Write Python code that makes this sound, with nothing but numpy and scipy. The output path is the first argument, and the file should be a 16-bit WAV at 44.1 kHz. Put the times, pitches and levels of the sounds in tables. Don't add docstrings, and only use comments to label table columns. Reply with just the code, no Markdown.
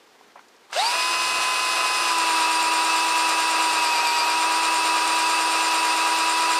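import sys
import numpy as np
from scipy import signal
from scipy.fft import rfft, irfft, next_fast_len
from scipy.io import wavfile

SR = 44100
rng = np.random.default_rng(int(sys.argv[2]) if len(sys.argv) > 2 else 0)


def wrap_up_sound(samples):
    columns = np.atleast_2d(samples).T
    tamed = np.clip(columns, -1, 1)
    steps = np.round(tamed * 32767).astype(np.int16)
    wavfile.write(sys.argv[1], SR, steps)


def linear_from_db(decibels):
    return 10 ** (np.asarray(decibels, float) / 20)


N = 290619


def rms_one(x):
    return x / np.sqrt(np.mean(x ** 2) + 1e-20)


def drift(rate_hz):
    pole = np.exp(-80 * np.pi * rate_hz / SR)
    steps = rng.standard_normal(N // 40 + 2002)
    slow = signal.lfilter([1], [1, -2 * pole, pole * pole], steps)[2000:]
    return np.interp(np.arange(N) / 40, np.arange(len(slow)), rms_one(slow))


def hump(hz, centre_hz, width_hz, top_db):
    return top_db / (1 + (2 * (hz - centre_hz) / width_hz) ** 2)


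def coloured(noise, spectrum, peaks=()):
    size = next_fast_len(N)
    hz = np.arange(size // 2 + 1) * SR / size + 1
    spectrum_hz, spectrum_db = np.transpose(spectrum)
    level_db = np.interp(np.log(hz), np.log(spectrum_hz), spectrum_db)
    for centre_hz, width_hz, top_db in peaks:
        level_db = level_db + hump(hz, centre_hz, width_hz, top_db)
    return rms_one(irfft(rfft(noise, size) * linear_from_db(level_db), size)[:N])


def ring(clicks, hz, t60):
    r, w = linear_from_db(-60 / (t60 * SR)), 2 * np.pi * hz / SR
    return signal.lfilter([0, np.sin(w)], [1, -2 * r * np.cos(w), r * r], clicks + 1e-18)


def band(x, low_hz, high_hz):
    return signal.sosfilt(signal.butter(2, [low_hz, high_hz], "band", fs=SR, output="sos"), x)


def lowpass(x, top_hz):
    return signal.sosfiltfilt(signal.butter(2, top_hz, fs=SR, output="sos"), x)


def controls():
    trigger_s, spin_up_s = .7154, .059
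    bite_from_s, bite_s = 1.19, .87
    s = np.arange(N) / SR
    run = 1 - np.exp(-np.maximum(s - trigger_s, 0) / spin_up_s)
    effort = 4 * run * (1 - run)
    bite = np.clip((s - bite_from_s) / bite_s, 0, 1)
    return s, run, effort, bite


# (time [s], speed it settles to [turns/s])
MOTOR_SPEED = [(1.1, 337.3), (1.85, 337.8), (2.02, 336.0), (2.3, 325.6), (2.4, 324.0), (3.0, 325.68),
               (3.6, 324.6), (3.75, 322.85), (3.95, 318.2), (4.1, 317.2), (4.25, 319.0), (4.45, 324.1),
               (4.7, 324.95), (5.0, 324.3), (5.6, 325.27), (5.9, 324.3), (6.2, 324.68), (6.59, 327.5)]


def motor():
    s, run, _, _ = controls()
    speed = np.interp(s, *np.transpose(MOTOR_SPEED)) * run
    chuck = np.cumsum(speed) / SR / 36
    wobble = speed / 325 * (.9 * np.cos(2 * np.pi * (chuck - .95)) + .2 * drift(20))
    turns = np.cumsum(speed + wobble) / SR
    return speed, turns, chuck


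def load_shares(speed, multiple):
    light = 1 / (1 + np.exp(np.clip(335 - .2 * multiple - speed, -40, 40) / 1.3))
    light = np.maximum(light, np.arange(N) < 1.1 * SR)
    pushed = 1 / (1 + np.exp(np.clip(speed - 320.8, -40, 40) / .7))
    return light, pushed * (1 - light)


# (multiple of motor speed, running light [dB], cutting [dB], pushed hard [dB])
SLOT_LINES = [(3, -28.5, -24.3, -24), (6, -39, -42, -41), (9, -50, -54, -44), (12, -41, -43, -45),
              (15, -40, -41, -37), (18, -45, -57, -50), (21, -49, -63, -49), (24, -49, -61, -47),
              (27, -44, -39.5, -59), (30, -56, -55, -65), (33, -66, -68, -60), (36, -66, -70, -55)]
GEAR_LINES = [(1.25, -63, -50, -48), (2.5, -51, -42, -41), (3.583, -48, -39, -44), (3.75, -37, -38, -41),
              (7.5, -31, -40.5, -38.5), (7.833, -56, -44, -50), (8.167, -48, -44, -50),
              (8.5, -40, -41, -44), (14.5, -57, -43, -40), (21.5, -62, -48, -63), (22.5, -47, -44, -55)]
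SHAFT_LINES = [(1, -51, -41, -47), (2, -43, -56, -57), (4, -44, -38, -38), (5, -43, -41, -46),
               (7, -51, -49, -56), (8, -47, -34, -35), (13, -45, -55, -55), (14, -44, -48, -41),
               (16, -58, -51, -46), (17, -59, -47, -48), (19, -63, -50, -55), (25, -53, -57, -48),
               (26, -53, -58, -58), (28, -54, -52, -53), (29, -46, -63, -58), (31, -60, -52, -54),
               (32, -53, -63, -53), (34, -58, -72, -61), (37, -70, -59, -57), (40, -70, -65, -60)]
RUN_UP_LINES = {1: -56, 1.25: -62, 2.5: -42, 3: -25, 4: -41, 6: -43, 7.5: -40, 7.833: -38, 8: -34, 15: -36,
                22.5: -48, 27: -48, 30: -49}
# (centre [Hz], width [Hz], boost [dB])
GLIDE_MODES = [(760, 290, 7.5), (2880, 200, 12), (3840, 350, 15.5), (4680, 310, 14.5), (7400, 540, -13),
               (9000, 600, 10), (9900, 600, 13)]
CHUCK_SWELL = {1.25: (.5, .66), 2.5: (.3, .99), 4: (.3, .35), 5: (.3, .38), 7: (.5, .97), 7.5: (.9, .36),
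               8.5: (.6, .1), 8: (.8, .83), 12: (.4, .98), 14.5: (.5, .94), 15: (.65, .52), 21.5: (.4, .27),
               22.5: (.9, .33), 27: (.12, .55), 28: (.5, .45), 31: (.5, .87), 37: (.4, .97)}


def whine(speed, turns, chuck):
    s, _, _, bite = controls()
    onset_db = -1.81 + 1400 * np.minimum(s - .765, 0)
    octave_db = -46 + 11 * bite + 9.5 * np.clip((1.4 - s) / .22, 0, 1)
    mesh_db = {7.5: -31.5, 15: octave_db}
    rising = np.clip((1 - s) / .1, 0, 1)
    out = np.zeros(N)
    for multiple, light_db, cut_db, pushed_db in SLOT_LINES + GEAR_LINES + SHAFT_LINES:
        light, pushed = load_shares(speed, multiple)
        level_db = cut_db + light * (light_db - cut_db) + pushed * (pushed_db - cut_db)

        rising_db = RUN_UP_LINES.get(multiple, -48 - .25 * multiple)
        modes_db = sum(hump(multiple * speed, *mode) for mode in GLIDE_MODES)
        level_db += rising * (rising_db + modes_db - 4 - light_db) + onset_db
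        if multiple in mesh_db:
            level_db += light * (1 - rising) * (mesh_db[multiple] - level_db)

        depth, top_at = CHUCK_SWELL.get(multiple, (0, 0))
        swell = 1 + depth * (1 - .97 * light) * np.cos(2 * np.pi * (chuck - top_at))
        swell = swell / np.sqrt(1 + depth ** 2 / 2)
        if 14.2 < multiple < 15.5:
            throb = .9 + .7 * np.cos(2 * np.pi * (chuck - .27))
            swell += pushed * (throb - swell)

        level_db += 1.0 * (multiple > 3.3) - 2.5 * (multiple == 12)
        level_db += 2.5 * pushed * (7.2 < multiple < 8.1)
        flutter_db = .7 + .02 * multiple + .8 * (3.3 < multiple < 26) * (1 - light)
        flutter_db = flutter_db + 2.5 * light * (multiple < 2.3)
        level_db = level_db + flutter_db * drift(14)
        sine = np.sin(2 * np.pi * (multiple * turns + rng.random()))
        out += np.sqrt(2) * swell * linear_from_db(level_db) * sine
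    return linear_from_db(1.3) * out


def by_angle(turns, length, carrier_gain, uneven_db):
    points_a_turn = 256
    size = length * points_a_turn
    multiple = np.arange(size // 2 + 1) / length
    spectrum = rfft(rng.standard_normal(size)) * (multiple < 48)
    spectrum *= linear_from_db(np.minimum(.3 * multiple, 2.5) * np.cos(2 * np.pi * multiple))
    spectrum *= linear_from_db(uneven_db * rng.standard_normal(len(multiple)))
    spectrum[::length // 12] *= carrier_gain
    low = multiple < 2.4
    size_of_low = np.abs(spectrum[low])
    spectrum[low] *= np.sqrt(np.mean(size_of_low ** 2)) / (size_of_low + 1e-9)
    table = rms_one(irfft(spectrum, size))
    return np.interp(turns * points_a_turn % size, np.arange(size + 1), np.append(table, table[0]))


# (frequency [Hz], spectrum level [dB])
CASING = [(25, -60), (170, -30), (270, -23), (420, -9.5), (700, -4.5), (1000, -1.5), (1700, -9), (2100, -7),
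          (3100, -8.5), (4800, -7.5), (6300, -14.5), (8500, -15.5), (10500, -27), (15500, -34.5)]
# (centre [Hz], width [Hz], boost [dB])
CASING_PEAKS = [(570, 146, -2.5), (800, 200, 1), (1310, 420, 4), (1610, 180, 4), (2100, 71, 2.5),
                (2200, 93, -2.5), (2720, 240, 6.5), (3180, 170, -3.5), (3800, 340, 2), (4550, 250, 0.5),
                (6700, 450, -3)]


def rattle(speed, turns, chuck):
    s, run, effort, bite = controls()
    teeth = by_angle(turns, 72, carrier_gain=2.2, uneven_db=4.5)
    chips = by_angle(turns, 2000, carrier_gain=1, uneven_db=0)
    steady = chips + lowpass(teeth - chips, 6000)
    geared = .85 * np.clip(speed / 325, 0, 1) ** 6
    brush_hiss = rng.standard_normal(N)
    mixed = np.sqrt(geared) * (.92 * steady + .4 * chips) + np.sqrt(1 - geared) * brush_hiss
    noise = coloured(mixed, CASING, CASING_PEAKS)

    body = lowpass(noise, 1900)
    bright = (noise - body) * linear_from_db(.5 * np.cos(2 * np.pi * (chuck - .27)) + .66 * drift(13.6))
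    scrape = .45 * bite * np.cos(np.pi * (chuck - .27)) ** 6
    bright = bright + scrape * band(bright, 7600, 12300)
    body = body + .8 * bite * band(body, 1175, 1335)

    speed_db = 20 * np.log10(np.maximum(run, .05))
    clog_db = drift(18)
    body_db = -34 + 3 * bite + .63 * speed_db + clog_db
    bright_db = -32 + 4.5 * effort + speed_db
    body = body * linear_from_db(body_db) / np.std(band(noise, 994, 1644))
    bright = bright * linear_from_db(bright_db) / np.std(band(noise, 3440, 5020))
    running = np.clip((s - .695) / .012, 0, 1)
    return running * (body + bright)


# (frequency [Hz], level [dB], t60 [s])
SNAG_MODES = [(4900, -3, .008), (7100, -4, .014), (7600, -8, .008), (8150, -4, .012), (8400, 0, .02),
              (11600, -13, .008), (12200, -12, .01)]


def snags(speed, chuck):
    at = np.flatnonzero(np.diff(np.floor(chuck - .2)) > 0)
    chance = rng.normal(0, 1, (64, 3 + len(SNAG_MODES)))[:len(at)].T
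    at = np.clip(at + (chance[0] * .001 * SR).astype(int), 0, N - 1)
    light, _ = load_shares(speed, 0)
    blow_db = -27 + 1.5 * chance[1] - 5 * light[at]
    clicks = np.zeros(N)
    clicks[at] = linear_from_db(blow_db - 10 + 2.5 * chance[2])
    crack = np.convolve(clicks, np.hanning(round(.0027 * SR)))[:N]
    out = band(crack * rng.standard_normal(N), 7000, 14500)
    for (hz, level_db, t60), spread in zip(SNAG_MODES, chance[3:]):
        clicks[at] = linear_from_db(blow_db + level_db + 1 + 1.5 * spread) * np.sign(spread)
        out += ring(clicks, hz, t60)
    return out


# (time [s], peak level [dB], pitch [Hz], t60 [s])
KNOCKS = [(.21, -41, 800, .06), (.299, -45, 1760, .04), (.356, -34, 840, 0.13), (0.357, -43, 1700, .1),
          (0.375, -41, 1900, 0.076), (.392, -36, 1300, .04), (.484, -47, 5900, .04),
          (0.565, -46, 5300, .02), (.611, -51, 4000, .015), (.702, -52, 3800, 0.045),
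          (.712, -42, 8500, .02), (.7285, -16.5, 1070, 0.022), (.7295, -19.5, 2320, .025),
          (.73, -23, 4580, 0.042)]


def knocks():
    out = np.zeros(N)
    age = np.arange(round(.2 * SR)) / SR
    for s, peak_db, hz, t60 in KNOCKS:
        at = round(s * SR)
        burst = rms_one(band(rng.standard_normal(len(age)), hz / 1.4, hz * 1.3))
        out[at:at + len(age)] += .5 * linear_from_db(peak_db - 60 * age / t60) * burst
    return out


def rumble():
    rest_db, running_db = -83, -63.5
    s, run, _, _ = controls()
    noise = rms_one(band(rng.standard_normal(N), 25, 280))
    grip_db = 9 * np.exp(-((s - 1.25) / .18) ** 2)
    lumps_db = 2.5 * drift(3)
    return linear_from_db(rest_db + run * (running_db - rest_db + grip_db + lumps_db)) * noise


# (frequency [Hz], spectrum level [dB])
SHED = [(35, -56), (60, -35), (145, -22), (244, -8), (359, -6), (460, -3), (564, -9.5), (792, -6.5),
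        (5180, -18), (13400, -32.5)]


def shed_hush():
    return linear_from_db(-54.5 + .77 * drift(24)) * coloured(rng.standard_normal(N), SHED)


def scene():
    speed, turns, chuck = motor()
    drill = whine(speed, turns, chuck) + rattle(speed, turns, chuck) + snags(speed, chuck)
    return np.tile(drill + knocks() + rumble() + shed_hush(), (2, 1))


def band_limit(x):
    return signal.sosfilt(signal.butter(12, 15330, fs=SR, output="sos"), x)


def record(dry):
    top_cut = signal.ellip(12, .3, 60, 15080, fs=SR, output="sos")
    mix = signal.sosfilt(top_cut, dry)
    return band_limit(mix)


dry = scene()
out = record(dry)
wrap_up_sound(out)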